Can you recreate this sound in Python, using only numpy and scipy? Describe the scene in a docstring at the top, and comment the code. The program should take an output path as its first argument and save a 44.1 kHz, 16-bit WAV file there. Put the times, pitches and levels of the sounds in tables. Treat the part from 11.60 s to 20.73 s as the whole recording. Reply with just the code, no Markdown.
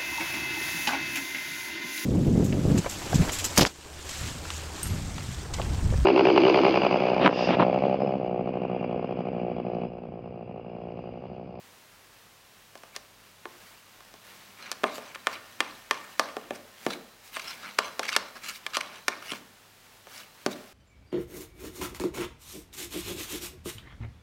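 """Stirring flour in a plastic bowl

After some quiet handling, a steel spoon stirs dry flour in a small hand-held bowl, close up.
It knocks on the wall and bottom, drags gritty powder along the plastic, catches and slips,
and the steel rings faintly along. The kitchen adds a short tail, over soft hiss and mains hum."""
import sys
import numpy as np
from scipy import signal
from scipy.fft import rfft, irfft, next_fast_len
from scipy.io import wavfile

SR = 44100
rng = np.random.default_rng(int(sys.argv[2]) if len(sys.argv) > 2 else 0)


def put_to_file(sound):
    """Save the sound as 16-bit audio at rate SR, in the file named by the first command-line argument."""
    columns = np.atleast_2d(sound).T  # one column per channel
    safe = np.clip(columns, -1, 1)
    whole_steps = np.round(safe * 32767)
    wavfile.write(sys.argv[1], SR, whole_steps.astype(np.int16))


N = 402633
TIME = np.arange(N) / SR

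# knocks on the bowl, spoon blows and a few faint handling ticks: start_s, mid_db, treble_db (relative to mid),
# focus_hz (favoured pitch)
KNOCK_CUES = [(1.154, -47.5, -8, 746), (1.176, -61, 4, 1400), (1.2347, -48.5, -9.5, 910),
              (1.363, -42.5, 5, 1120), (1.855, -38, -38, 910), (2.406, -52.5, -9, 1200),
              (2.5397, -53.5, -2, 700), (3.1157, -36, 3.5, 1370), (3.1266, -46, -1, 1820),
              (3.2349, -33, -12.5, 490), (3.24, -21.5, -35, 930), (3.381, -41.5, -13, 630),
              (3.5575, -40.5, -28, 1600), (3.67, -22, -12.5, 1550), (4.0047, -22, -10, 1700),
              (4.3102, -21.5, -9, 1770), (4.5953, -20.5, -6, 1180), (4.7673, -35, -13, 625),
              (4.9073, -35, -18, 577), (5.2647, -28.5, -11.5, 416), (5.768, -33.5, -26, 1400),
              (6.188, -21, -6, 1350), (6.394, -29.5, -3.5, 850), (6.564, -21, -2, 1600),
              (7.0649, -31.5, -8, 2350), (7.1691, -26.5, -3.5, 1300), (7.4818, -22.5, -5, 1490),
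              (7.718, -35, -13, 3000), (7.72, -43, -1, 270), (7.7341, -40.5, -9, 1300),
              (8.47, -50, -15, 800), (8.8624, -28, -4.5, 373)]


def undb(db):
    """Decibels to gain."""
    return 10 ** (np.asarray(db) / 20)


def unit(x):
    """Scale to rms 1."""
    return x / np.sqrt(np.mean(x ** 2))


def at_hz(points, hz):
    """Read (freq_hz, value) points on a log-frequency axis."""
    freq_hz, value = np.transpose(points)
    return np.interp(np.log(np.maximum(hz, 1)), np.log(freq_hz), value)


def colour(x, points):
    """EQ a sound with a (freq_hz, gain_db) curve."""
    size = next_fast_len(len(x))
    gain = undb(at_hz(points, np.fft.rfftfreq(size, 1 / SR)))
    return irfft(rfft(x, size) * gain, size)[:len(x)]


def band(x, lo_hz, hi_hz, order=2):
    """Causal band-pass."""
    sos = signal.butter(order, [lo_hz, min(hi_hz, SR / 2 - 1)], "band", fs=SR, output="sos")
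    return signal.sosfilt(sos, x)


def wander(rate_hz):
    """Smooth random modulation, rms 1."""
    knots = rng.standard_normal(int(N / SR * rate_hz) + 2)
    return unit(np.interp(TIME * rate_hz, np.arange(len(knots)), knots))


def brighten(x, bright_db):
    """Balance the treble against the body below 5 kHz, at roughly constant power."""
    low, high = unit(band(x, 150, 5000)), unit(band(x, 5000, 19000))
    return (low - undb(bright_db) * high) / np.sqrt(1 + undb(2 * bright_db))


def room_tone():
    """Steady hiss, thin in the bass, with a faint rumble and a slightly wavering hum."""
    # tone of the hiss: freq_hz, gain_db
    hiss_eq = [(76, -32), (130, -9), (202, -6.5), (321, -12.5), (355, -8.5), (480, -7.5), (988, -9.5),
               (2210, -14), (2640, -11.5), (3570, -13), (15800, -22)]
    # hum lines: pitch_hz, level_db
    hum_lines = [(43, -81.5), (101, -72.5)]
    hiss = undb(-58.5) * unit(colour(rng.standard_normal(N), hiss_eq))
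    rumble = undb(-73.5) * unit(band(rng.standard_normal(N), 67, 157))
    rumble += undb(-78.0) * unit(band(rng.standard_normal(N), 35, 38))
    waver = undb(1.2 * wander(5))
    hum = sum(undb(db) * np.sqrt(2) * np.sin(2 * np.pi * hz * TIME + 0.32 * wander(6))
              for hz, db in hum_lines)
    return hiss + rumble + waver * hum


def kitchen_tail(x, wet_db, gap_s):
    """A diffuse tail that builds after the first wall is reached and dies sooner in the treble."""
    # tone of the tail, with two low room resonances: freq_hz, gain_db
    tail_eq = [(80, -1), (170, 1.5), (197, 8), (220, 5.5), (246, 8), (280, -2.5), (420, -2), (600, -1.5),
               (1200, -5.5), (2500, -16.5), (5000, -8.5), (9000, -13), (15000, -14)]
    # decay of the room: freq_hz, t60_s
    decay_times = [(100, 0.68), (260, 0.41), (700, 0.59), (1800, 0.56), (5000, 0.43), (14000, 0.1)]
    t = np.arange(SR * 3 // 4) / SR
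    edges_hz = np.geomspace(70, 17000, 13)
    tail = 0
    for lo, hi in zip(edges_hz, edges_hz[1:]):
        fade = np.exp(-np.log(1000) * t / at_hz(decay_times, np.sqrt(lo * hi)))
        tail = tail + band(rng.standard_normal(len(t)), lo, hi) * fade
    tail = colour(tail, tail_eq) * np.clip(t / gap_s - 1, 0, 1)
    return undb(wet_db) * signal.fftconvolve(x, tail)[:N] / np.sqrt(SR * .03)


def spoon_ring(x):
    """Every knock and scrape also feeds the narrow resonances of the steel."""
    # modes of the spoon: pitch_hz, t60_s, peak_gain_db
    steel_modes = [(1091, 0.37, 0.5), (1220, 0.67, -28), (1820, 1.6, -0.5), (4000, 1.2, 7), (7740, .6, -14)]
    t = np.arange(SR) / SR
    response = 0
    for hz, t60_s, db in steel_modes:
        decay = np.log(1000) / t60_s
        envelope = undb(db) * 2 * decay / SR * np.exp(-decay * t)
        response = response + envelope * np.sin(2 * np.pi * hz * t)
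    return signal.fftconvolve(x, response)[:N]


def grit(per_s, spread_db):
    """Tiny clicks of powder grains giving way, unequal in size."""
    hit = rng.random(N) < per_s / SR
    return unit(hit * rng.standard_normal(N) * undb(spread_db * rng.standard_normal(N)))


def friction(judder_db, swell_db):
    """Grains stick and slip between spoon and wall; each resonance swells as the contact moves."""
    # resonances of the spoon's edge rubbing the wall: centre_hz, width_hz, gain_db
    rub_bands = [(1350, 410, 6.5), (1600, 112, 5), (2270, 340, 8.5), (2798, 390, 5.5), (3135, 650, 1.5),
                 (3835, 590, 2.5), (4160, 145, 0.5), (4435, 580, -1.5), (5300, 650, -4.5),
                 (6050, 460, -4.5), (7050, 1100, -9.5), (8700, 660, -11), (10270, 600, -12.5),
                 (12000, 2400, -18), (14700, 1900, -39)]
    force = grit(per_s=7900, spread_db=5.0) * undb(judder_db * wander(260))
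    rasp = 0
    for hz, width, db in rub_bands:
        gain = undb(db + swell_db * wander(45))
        rasp = rasp + gain * band(force, max(hz - width / 2, 50), hz + width / 2)
    return unit(rasp)


def skids():
    """After each knock the spoon skids on through the flour, the louder the harder it struck."""
    lag_s, swell_s, fade_s, bright_db = 0.035, .025, 0.057, -15.5
    hard_knock_db, hard_skid_db = -21.5, -44
    return [(start_s + lag_s, swell_s, fade_s, hard_skid_db + 1.06 * (mid_db - hard_knock_db), bright_db)
            for start_s, mid_db, *_ in KNOCK_CUES]


def stir_envelopes():
    """Level and brightness in dB: each stroke swells and fades over the rustle of loose flour."""
    # loose flour shifting between the sweeps: time_s, level_db
    rustle_levels = [(0, -58), (.8, -60.5), (1.8, -61), (2.0, -58.5), (2.62, -58.5), (2.67, -53),
                     (3.5, -56.5), (4.0, -55), (5.0, -56), (5.55, -58.5), (5.9, -53), (7.6, -59),
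                     (7.95, -61.5), (8.7, -60), (8.9, -53.5), (9.12, -57.5)]
    # sweeps of the spoon through the powder: peak_s, swell_s, fade_s, level_db, bright_db
    strokes = [(1.36, 0.011, .012, -47, -8), (2.09, .13, 0.072, -55.5, 1), (3.06, 0.052, 0.054, -45, -35),
               (3.36, 0.023, .025, -45.5, 2), (3.49, 0.082, .03, -49, -13), (3.735, .02, 0.018, -44.5, -2),
               (4.95, .012, 0.02, -48.5, -5), (5.26, 0.047, .06, -48.5, 2), (5.32, .02, 0.02, -40, -2.5),
               (5.67, 0.024, 0.024, -52.5, 12), (5.755, 0.019, 0.032, -42.5, 1),
               (5.89, 0.053, 0.038, -40, -4.5), (6.085, 0.055, 0.021, -42, -12),
               (6.26, 0.019, 0.02, -44.5, -3), (6.45, 0.012, 0.014, -40, -9),
               (6.49, 0.0072, 0.01, -32.5, -5), (6.54, 0.019, 0.021, -34.5, -10),
               (6.77, 0.013, 0.011, -44, -9), (6.888, 0.03, 0.022, -34.5, -1),
               (6.96, .03, 0.016, -45.5, 10), (7.147, .006, 0.022, -33.5, -5),
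               (7.36, 0.17, .035, -47.5, -13.5), (7.72, 0.058, .04, -41, -3.5),
               (8.585, 0.062, 0.035, -45.5, 0.5), (8.92, 0.0099, 0.011, -43.5, 8)]
    rustle_bright_db = -1.5
    rustle_db = np.interp(TIME, *np.transpose(rustle_levels)) + wander(12)
    rustle_power = undb(2 * rustle_db)
    low = rustle_power / (1 + undb(2 * rustle_bright_db))
    high = rustle_power - low
    for peak_s, swell_s, fade_s, db, bright_db in strokes + skids():
        span = slice(*np.searchsorted(TIME, [peak_s - 3 * swell_s, peak_s + 3 * fade_s]))
        t = TIME[span] - peak_s
        bell_curve = np.exp(-.5 * (t / np.where(t < 0, swell_s, fade_s)) ** 2)
        power = (undb(db) * bell_curve) ** 2
        dull_share = 1 / (1 + undb(2 * bright_db))
        low[span] += power * dull_share
        high[span] += power * (1 - dull_share)
    return 10 * np.log10(low + high), 10 * np.log10(high / low)


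def stirring(touch_db):
    """Light strokes only shift powder, a smooth hiss; above touch_db the spoon rasps on the wall."""
    # tone of flour sliding over itself: freq_hz, gain_db
    powder_eq = [(100, -6), (200, 3), (450, -0.5), (900, 4), (1800, 4), (3000, -2), (5000, -9),
                 (9000, -14.5), (16000, -12.5)]
    level_db, bright_db = stir_envelopes()
    contact = 1 / (1 + undb(2 * (touch_db - level_db)))
    rasp = brighten(friction(judder_db=2.4, swell_db=4), bright_db)
    powder = brighten(colour(grit(per_s=16000, spread_db=1.5), powder_eq), bright_db)
    return undb(level_db) * (np.sqrt(contact) * rasp + np.sqrt(1 - contact) * powder)


def slips():
    """The spoon's edge catches on the wall and lets go in a few milliseconds of friction."""
    # slips of the edge: peak_s, level_db
    slip_cues = [(3.55, -33), (5.307, -31.5), (5.329, -38), (5.766, -25.5), (5.799, -26.5), (5.918, -34),
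                 (6.036, -36), (6.188, -20), (6.434, -23), (6.454, -29.5), (6.467, -29), (6.492, -26.5),
                 (6.529, -25), (6.553, -24.5), (6.839, -37), (7.137, -26.5), (7.158, -26), (7.21, -20.5),
                 (7.625, -35.5)]
    bursts = np.zeros(N)
    for peak_s, db in slip_cues:
        span = slice(int((peak_s - .02) * SR), int((peak_s + .02) * SR))
        bursts[span] += undb(db) * np.exp(-((TIME[span] - peak_s) / 0.003) ** 2)
    return bursts * friction(judder_db=5.5, swell_db=1.3)


def struck_modes(focus_hz, falloff_db_per_octave, scatter_db, detune):
    """The bowl's modes for one point of contact: weaker away from focus_hz, all varying a little."""
    # the plastic bowl, damped by flour and hand: pitch_hz, width_hz, gain_db
    bowl_modes = [(181, 41, -16), (242, 17, -8.5), (292, 59, -1), (371.5, 14, 0.5), (430, 43, -3.5),
                  (556.6, 60, -4.5), (664, 84, -4.5), (799, 12.3, -3.5), (897, 29, -4), (1058, 113, -6),
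                  (1170, 92, -1), (1426, 225, -3.5), (1753, 85, 1), (2116, 113, -1.5), (2376, 130, 1),
                  (2810, 66, -1), (3163, 180, 6.5), (3810, 250, -27), (4380, 190, -11), (4760, 180, -11.5),
                  (5290, 620, -7.5), (6360, 150, -24), (7560, 180, -31), (8900, 260, -14), (9600, 240, -40),
                  (12900, 660, -17)]
    hz, width, db = np.transpose(bowl_modes)
    pitch_jitter, gain_jitter = rng.standard_normal((2, len(hz)))
    octaves_away = np.abs(np.log2(hz / focus_hz))
    gain_db = db - falloff_db_per_octave * octaves_away + scatter_db * gain_jitter
    return np.stack([hz * (1 + detune * pitch_jitter), width, gain_db], axis=1)


def ring(modes, t):
    """Struck (pitch_hz, width_hz, gain_db) modes ring out; the wider ones die sooner."""
    hz, width, db = np.transpose(modes)[:, :, None]
    return np.sum(width * undb(db) * np.exp(-np.pi * width * t) * np.cos(2 * np.pi * hz * t), axis=0)


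def disperse(x, lag_ms):
    """Bending waves in the wall: the treble arrives first, 1 kHz after lag_ms, the bass later still."""
    khz = np.fft.rfftfreq(len(x), 1 / SR) / 1000
    return irfft(rfft(x) * np.exp(-4j * np.pi * lag_ms * np.sqrt(khz)), len(x))


def knock(mid_db, treble_db, focus_hz):
    """One blow: flour cushions it to a hollow thud, bare steel on plastic adds a crack."""
    even_hz, bass_db_per_octave, max_bass_db = 800, 9.5, 4.5
    t = np.arange(SR // 2) / SR
    modes = struck_modes(focus_hz, falloff_db_per_octave=9.0, scatter_db=3.0, detune=0.019)
    register = np.digitize(modes[:, 0], [750, 3500])
    bass, mid, treble = (unit(ring(modes[register == k], t)) for k in range(3))
    crack = unit(band(rng.standard_normal(len(t)), 2000, 3800, order=1) * np.exp(-t / 0.0038))
    # soft, low points of contact thud and stiff, high ones clack; bass equals mid at even_hz
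    bass_db = min(bass_db_per_octave * np.log2(even_hz / focus_hz), max_bass_db)
    bass = undb(bass_db) * unit(band(bass, np.clip(0.36 * focus_hz, 110, 300), 965))
    mid = unit(band(mid, 590, 2400, order=1))
    treble = undb(treble_db) * unit(band(treble + undb(-1) * crack, 2850, 11900))
    attack_gain = np.sqrt(0.015 / t[-1])  # levels are roughly the rms of the first 20 ms
    return undb(mid_db) * disperse(bass + mid + treble, lag_ms=0.679) * attack_gain


def knocks():
    """The spoon strikes the wall and bottom of the bowl, with a few faint handling ticks among the blows, each
    on its cue."""
    track = np.zeros(N + SR)
    for start_s, mid_db, treble_db, focus_hz in KNOCK_CUES:
        blow = knock(mid_db, treble_db, focus_hz)
        start = int(start_s * SR)
        track[start:start + len(blow)] += blow
    return track[:N]


def scene():
    """Spoon and bowl close by, the kitchen around them, in mono."""
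    bowl = knocks() + stirring(touch_db=-47) + slips()
    close = bowl + spoon_ring(bowl)
    return (close + kitchen_tail(close, wet_db=-5.0, gap_s=0.0033) + room_tone())[None]


def record(dry):
    """A steep low-pass trims the very top."""
    cutoff_hz = 15900
    return signal.sosfilt(signal.ellip(10, .2, 70, cutoff_hz, fs=SR, output="sos"), dry)


dry = scene()
out = record(dry)
put_to_file(out)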